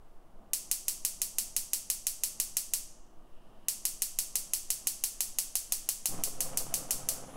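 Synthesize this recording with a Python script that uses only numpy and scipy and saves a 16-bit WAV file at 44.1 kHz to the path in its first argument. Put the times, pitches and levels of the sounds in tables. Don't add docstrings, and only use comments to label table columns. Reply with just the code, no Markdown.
import sys
import numpy as np
from scipy import signal
from scipy.fft import rfft, irfft, next_fast_len
from scipy.io import wavfile
from scipy.ndimage import uniform_filter1d

SR = 44100
rng = np.random.default_rng(int(sys.argv[2]) if len(sys.argv) > 2 else 0)


def master_out(mix):
    frames = np.transpose(np.atleast_2d(mix))
    ceiling = np.clip(frames, -1, 1)
    pcm = np.round(ceiling * 32767).astype(np.int16)
    wavfile.write(sys.argv[1], SR, pcm)


def ratio_of_db(decibels):
    return 10 ** (np.asarray(decibels, float) / 20)


N = 324612

LIT_S = 6.1
# t/s, level/dB
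GAS_FLOW = [
    (0, -65),
    (2.5, -40),
    (3.2, -45.5),
    (3.8, -19),
    (4.5, -8),
    (6.1, 0),
    (6.4, -1),
    (7.25, -1.5),
    (7.36, 7),
]


def evened(x):
    return x / np.sqrt(np.mean(x ** 2) + 1e-20)


def read(points, hz, column=1):
    columns = np.transpose(points)
    return np.interp(np.log(hz + 1), np.log(columns[0] + 1), columns[column])


def follow(rows):
    s, level_db = np.transpose(rows)
    return np.interp(np.arange(N) / SR, s, level_db)


def add(mix, s, sound):
    part = mix[round(s * SR):][:len(sound)]
    part += sound[:len(part)]


def noise(points):
    size = next_fast_len(N)
    white = rfft(rng.standard_normal(size))
    coloured = white * ratio_of_db(read(points, np.fft.rfftfreq(size, 1 / SR)))
    return evened(irfft(coloured, size)[:N])


def flutter(hz):
    b, a = signal.butter(2, min(hz, 999), fs=SR)
    return evened(signal.lfilter(b, a, rng.standard_normal(N)))


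def wavering(hz, width_hz):
    r = np.exp(-np.pi * width_hz / SR)
    stir = rng.standard_normal(N) + 1j * rng.standard_normal(N)
    slow = signal.lfilter([1], [1, -2 * r, r * r], stir)
    return evened((slow * np.exp(2j * np.pi * hz * np.arange(N) / SR)).real)


def igniter():
    # delay/ms, level/dB, centre f/Hz, spread/ms
    echo_paths = [(-0.34, -29.4, 6000, 0.2), (-0.14, -31.3, 2600, 0.4), (0.09, -11.9, 11200, 0.1),
                  (0.14, -29, 15300, 0.14), (0.25, -46.1, 600, 0.8), (0.39, -29.1, 4000, 0.2),
                  (0.43, -23.8, 10600, 0.1), (0.45, -19.9, 6200, 0.2), (0.77, -23.8, 14000, 0.2),
                  (0.95, -42.2, 2200, 0.8), (1.02, -14.1, 7800, 0.1), (1.38, -22.0, 12200, 0.2),
                  (1.68, -17.4, 8400, 0.1), (2.24, -26.4, 10400, 0.1), (2.59, -26.2, 6400, 0.4),
                  (3.02, -23.3, 9000, 0.4), (4.6, -26.8, 4000, 0.1), (4.85, -21.7, 9800, 0.4),
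                  (4.99, -28.6, 6200, 0.2), (5.49, -24.8, 10600, 0.1), (6.46, -28.4, 11200, 0.2),
                  (6.76, -35.6, 6400, 0.8), (6.83, -29.1, 7600, 0.4), (7.8, -30.4, 10000, 0.4),
                  (11.18, -24.4, 7400, 0.1), (13.67, -33.7, 8600, 0.8), (15.9, -35.3, 6200, 0.8),
                  (16.53, -31.8, 4600, 0.4), (17.44, -28.3, 9800, 0.4), (21.5, -34.3, 5200, 0.4)]
    # f/Hz, cold air/dB, through the flame/dB
    path_colour = [(1500, 0, -1), (2700, 0.5, -3), (3200, -1.5, 0), (4070, 3, -3.5), (4600, -0.5, 1.5),
                   (4970, -5.5, -5), (5370, 2, 1), (5900, -2, 1), (6400, 1, 0), (7100, 0, 1),
                   (9000, -0.5, -1), (12000, 0.5, 0), (16000, 1, 2)]
    # f/Hz, level/dB, t60/s
    metal_rings = [(600, -60, 0.0097), (772, -42, 0.024), (995, -39, 0.0068), (1280, -45, 0.014),
                   (2060, -40.5, 0.013), (2526, -36.5, 0.015), (2857, -34.5, .012), (4405, -52.5, 0.37),
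                   (4620, -53.5, 0.33), (4720, -59, 0.29), (5345, -62.5, 0.18), (6390, -52.5, 0.39),
                   (8740, -54, .15), (9730, -53, 0.12)]
    spark_db, tail_db = -28, -4
    lean_knock_db, rich_knock_db, lit_knock_db = -8, 11, -9
    rich_stir, lit_stir = 0.4, 0.3
    early_s = 0.0005

    out, size = np.zeros(N), SR // 2
    t = np.arange(9000) / SR
    delay_ms, path_level_db, path_hz, spread_ms = np.transpose(echo_paths)[:, :, None]
    settled = kitchen_tail(size)
    rich = np.minimum(ratio_of_db(follow(GAS_FLOW)), 1)
    for s, strength_db in sparks():
        in_flame = s > LIT_S
        gas_share = rich[round(s * SR)]
        loose = np.clip(lit_stir if in_flame else rich_stir * gas_share, 0, 1)
        knock_db = lit_knock_db if in_flame else lean_knock_db + rich_knock_db * gas_share

        shift, sway = rng.standard_normal((2, len(echo_paths), 1))
        age_ms = (t[:1100] - early_s) * 1000 - delay_ms - 0.06 * loose * shift
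        path_db = path_level_db + 5 * loose * np.clip(sway, -2, 1) + knock_db * (path_hz < 1500)
        packet = np.exp(-0.5 * (age_ms / spread_ms) ** 2) * np.cos(2 * np.pi * path_hz * age_ms / 1000)
        paths = (ratio_of_db(path_db) * packet).sum(0)
        colour_db = read(path_colour, np.fft.rfftfreq(2048, 1 / SR), column=1 + in_flame)

        tail = np.sqrt(1 - loose) * settled + np.sqrt(loose) * kitchen_tail(size)
        snap = ratio_of_db(spark_db + tail_db) * tail
        add(snap, 0, irfft(rfft(paths, 2048) * ratio_of_db(colour_db))[:1200])
        for ring_hz, ring_db, t60 in metal_rings:
            decay_db = ring_db + knock_db * (ring_hz < 1500) - 60 * t / t60
            add(snap, 0, ratio_of_db(decay_db) * np.sin(2 * np.pi * ring_hz * t))
        add(out, s - early_s, ratio_of_db(strength_db) * snap)
    return signal.sosfilt(signal.butter(4, 480, "high", fs=SR, output="sos"), out)


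def sparks():
    # first spark t/s, sparks in the group
    spark_groups = [
        (0.5338, 1),
        (0.7138, 5),
        (1.5649, 5),
        (2.4004, 3),
        (3.6845, 5),
        (4.5351, 5),
        (5.3861, 5),
        (6.2371, 5),
        (7.0881, 1),
    ]
    period_s, recharge_s = 0.16745, 0.0012
    first_db, cold_scatter_db, lit_scatter_db = 0.3, 0.32, 0.54
    times, extra_db = [], []
    for start_s, count in spark_groups:
        for k in range(count):
            times.append(start_s + k * period_s + recharge_s * (k > 0))
            extra_db.append(first_db * (k == 0))
    s = np.array(times)
    scatter_db = np.where(s > LIT_S, lit_scatter_db, cold_scatter_db)
    return zip(s, extra_db + scatter_db * rng.standard_normal(len(s)))


def kitchen_tail(size):
    # f/Hz, level/dB per Hz
    tail_colour = [(240, -44.5), (400, -22), (800, -19.5), (1500, -25), (2200, -18), (3000, -11.5),
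                   (3800, -12.5), (4500, -9), (6300, -5), (10500, -1.5), (15700, -7.5), (16000, -23.5),
                   (17200, -30)]
    # f/Hz, early t60/s, late t60/s, late part level/dB
    room_decay = [(500, .08, .3, -13), (1510, 0.18, 0.37, 1), (2475, 0.11, 0.55, -5),
                  (4000, 0.19, 0.51, -7), (6080, 0.25, 0.67, -5), (9050, 0.28, 0.47, -5),
                  (12000, 0.19, 0.37, -7), (16000, 0.24, .26, -11)]
    hz, t, z = signal.stft(rng.standard_normal(size), SR, nperseg=256)
    early, late, late_db = (read(room_decay, hz, column=k)[:, None] for k in range(1, 4))
    dying = np.hypot(ratio_of_db(-60 * t / early), ratio_of_db(late_db - 60 * t / late))
    z = z * ratio_of_db(read(tail_colour, hz)[:, None]) * dying
    tail = signal.istft(z, SR, nperseg=256)[1][:size]
    tail = tail / np.sqrt(np.mean(tail[:1000] ** 2))
    return tail * np.interp(np.arange(size), [0, 50, 450], [0, 0.55, 1])


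def flame():
    # f/Hz, level/dB per Hz
    roar_colour = [(150, -22), (250, -14), (318, -19), (352, -49), (416, -0.5), (471, -18), (518, 3),
                   (574, -18), (664, -2), (908, -12.5), (1280, -12), (1710, -23.5), (3000, -24),
                   (3900, -40), (6600, -120)]
    # f/Hz, level/dB per Hz
    deep_colour = [(18, -24), (30, -5), (49, -22), (130, -6.5), (237, -14), (281, -9), (330, -23),
                   (430, -56), (730, -120)]
    # t/s, level/dB
    flame_size = [
        (6.08, -58),
        (6.095, -50),
        (6.14, -45),
        (6.165, -49),
        (6.195, -42.5),
        (6.235, -53),
        (6.32, -57),
        (6.45, -49),
        (7.36, -51),
    ]
    # t/s, peak level/dB, f/Hz
    large_pops = [(6.097, -40, 690), (6.124, -36, 690), (6.14, -32, 690), (6.19, -36, 510),
                  (6.213, -36, 800), (6.341, -42, 440), (6.617, -34, 700), (6.667, -34, 690),
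                  (6.709, -36, 700), (6.891, -35, 700), (7.121, -37, 700), (7.239, -35, 510)]
    # start t/s, f/Hz
    catching = (6.075, 5.9)
    catch_s, swing_hz = catching
    deep_db, flash_db, flash_s = -4, 9, 0.1
    swing_db, swing_rise_s, swing_fade_db_per_s = -29.5, 0.064, 15

    since = np.arange(N) / SR - catch_s
    burning_s = np.maximum(since, 0)
    lit = np.clip(since / 0.019, 0, 1)
    roar = noise(roar_colour) * ratio_of_db(2.4 * flutter(60) + 2.2 * flutter(15))
    deep = ratio_of_db(deep_db + flash_db * np.exp(-burning_s / flash_s)) * noise(deep_colour)

    sizes = ratio_of_db(3 * np.minimum(rng.exponential(1, N), 3)) * (rng.random(N) < 400 / SR)
    kind = rng.integers(0, 3, N)
    scatter = np.zeros(N)
    for k, hz in enumerate([480, 700, 1150]):
        scatter += signal.oaconvolve(sizes * (kind == k), pop(hz))[:N]

    out = ratio_of_db(follow(flame_size)) * (ratio_of_db(-2.5) * evened(roar) + ratio_of_db(-6.5) * evened(scatter) + deep)
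    for s, peak_db, hz in large_pops:
        add(out, s, ratio_of_db(peak_db) * pop(hz))
    swing = -np.sin(2 * np.pi * swing_hz * since) * ratio_of_db(swing_db - swing_fade_db_per_s * burning_s)
    swing = swing * np.clip(since / swing_rise_s, 0, 1)
    return lit * (out + swing)


def pop(hz):
    t = np.arange(400) / SR
    return np.sin(2 * np.pi * hz * t) * np.exp(-t * hz * 1.9) * 1.1


def gas():
    # f/Hz, level/dB per Hz
    purge_colour = [(1060, -34), (1800, -2.5), (1950, -15), (2200, -11.5), (2390, -8.5), (2920, 1.5),
                    (4060, -15), (4920, -12), (7360, -21), (7560, -20), (8360, -20), (9160, -14),
                    (11100, -21.5), (14900, -28), (16000, -29.5)]
    # f/Hz, level/dB per Hz
    jet_colour = [(880, -41), (1500, -7.5), (1940, -9), (2250, -9.5), (2460, -16.5), (3180, -5.5),
                  (4920, -18.5), (6560, -9.5), (8830, -14.5), (9950, 1.5), (11800, -17.5), (14100, -13),
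                  (14900, -23), (15400, -53), (16000, -68)]
    # f/Hz, width/Hz, level/dB
    valve_whistle = (2826, 30, -91)
    purge_db, purge_full_db, jet_db = -75.5, -38, -62.5
    flow_db = follow(GAS_FLOW)
    purge = ratio_of_db(np.minimum(flow_db - purge_full_db, 0))
    hiss = noise(purge_colour) * ratio_of_db(purge_db) * purge + noise(jet_colour) * ratio_of_db(jet_db + flow_db)
    whistle_hz, width_hz, whistle_db = valve_whistle
    whistle = ratio_of_db(whistle_db) * np.sqrt(purge) * wavering(whistle_hz, width_hz)
    return hiss * ratio_of_db(flutter(8)) + whistle


def hum():
    # f/Hz, level/dB
    motor_tones = [(107.7, -78), (215.3, -77.5), (321, -79), (376.8, -81.5)]
    return sum(ratio_of_db(tone_db) * wavering(hz, 1.5) for hz, tone_db in motor_tones)


def quiet():
    # f/Hz, level/dB per Hz
    air_colour = [(35, -43), (60, -10.5), (213, -4), (292, -8), (324, -6), (445, -12), (480, -7.5),
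                  (526, -11.5), (649, -6), (755, -9.5), (946, -12.5), (1200, -13.5), (1360, -19),
                  (2200, -47), (2860, -73.5), (4840, -120)]
    # f/Hz, level/dB per Hz
    rumble_colour = [(0.88, -33), (1.5, 4.5), (17, 2), (29, -13.5), (70, -26), (91, -60.5), (150, -120)]
    # f/Hz, level/dB per Hz
    hiss_colour = [(880, -33), (1500, -5.5), (2390, -12.5), (2910, -9), (3300, -13), (4000, -15.5),
                   (6560, -17.5), (9190, -16.5), (15100, -20), (16000, -19.5)]
    air = ratio_of_db(-62.5 + flutter(2.6)) * noise(air_colour)
    return air + ratio_of_db(-75) * noise(hiss_colour) + ratio_of_db(-48.5) * noise(rumble_colour)


def scene():
    return (igniter() + flame() + gas() + hum() + quiet())[None]


def top_cut(x):
    return signal.sosfilt(signal.butter(12, 17120, fs=SR, output="sos"), x)


def record(dry):
    edge_hz, top_hz, above_edge_db, attack_db = 15780, 16500, -6, -55
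    inside = signal.oaconvolve(dry, signal.firwin(701, edge_hz, fs=SR)[None], "same")
    above = signal.oaconvolve(dry - inside, signal.firwin(101, top_hz, fs=SR)[None], "same")
    opened = np.clip(uniform_filter1d(above ** 2, size=256) / ratio_of_db(2 * attack_db) - 1, 0, 1)
    mix = inside + ratio_of_db(above_edge_db) * uniform_filter1d(opened, size=128) * above
    return top_cut(mix)


dry = scene()
out = record(dry)
master_out(out)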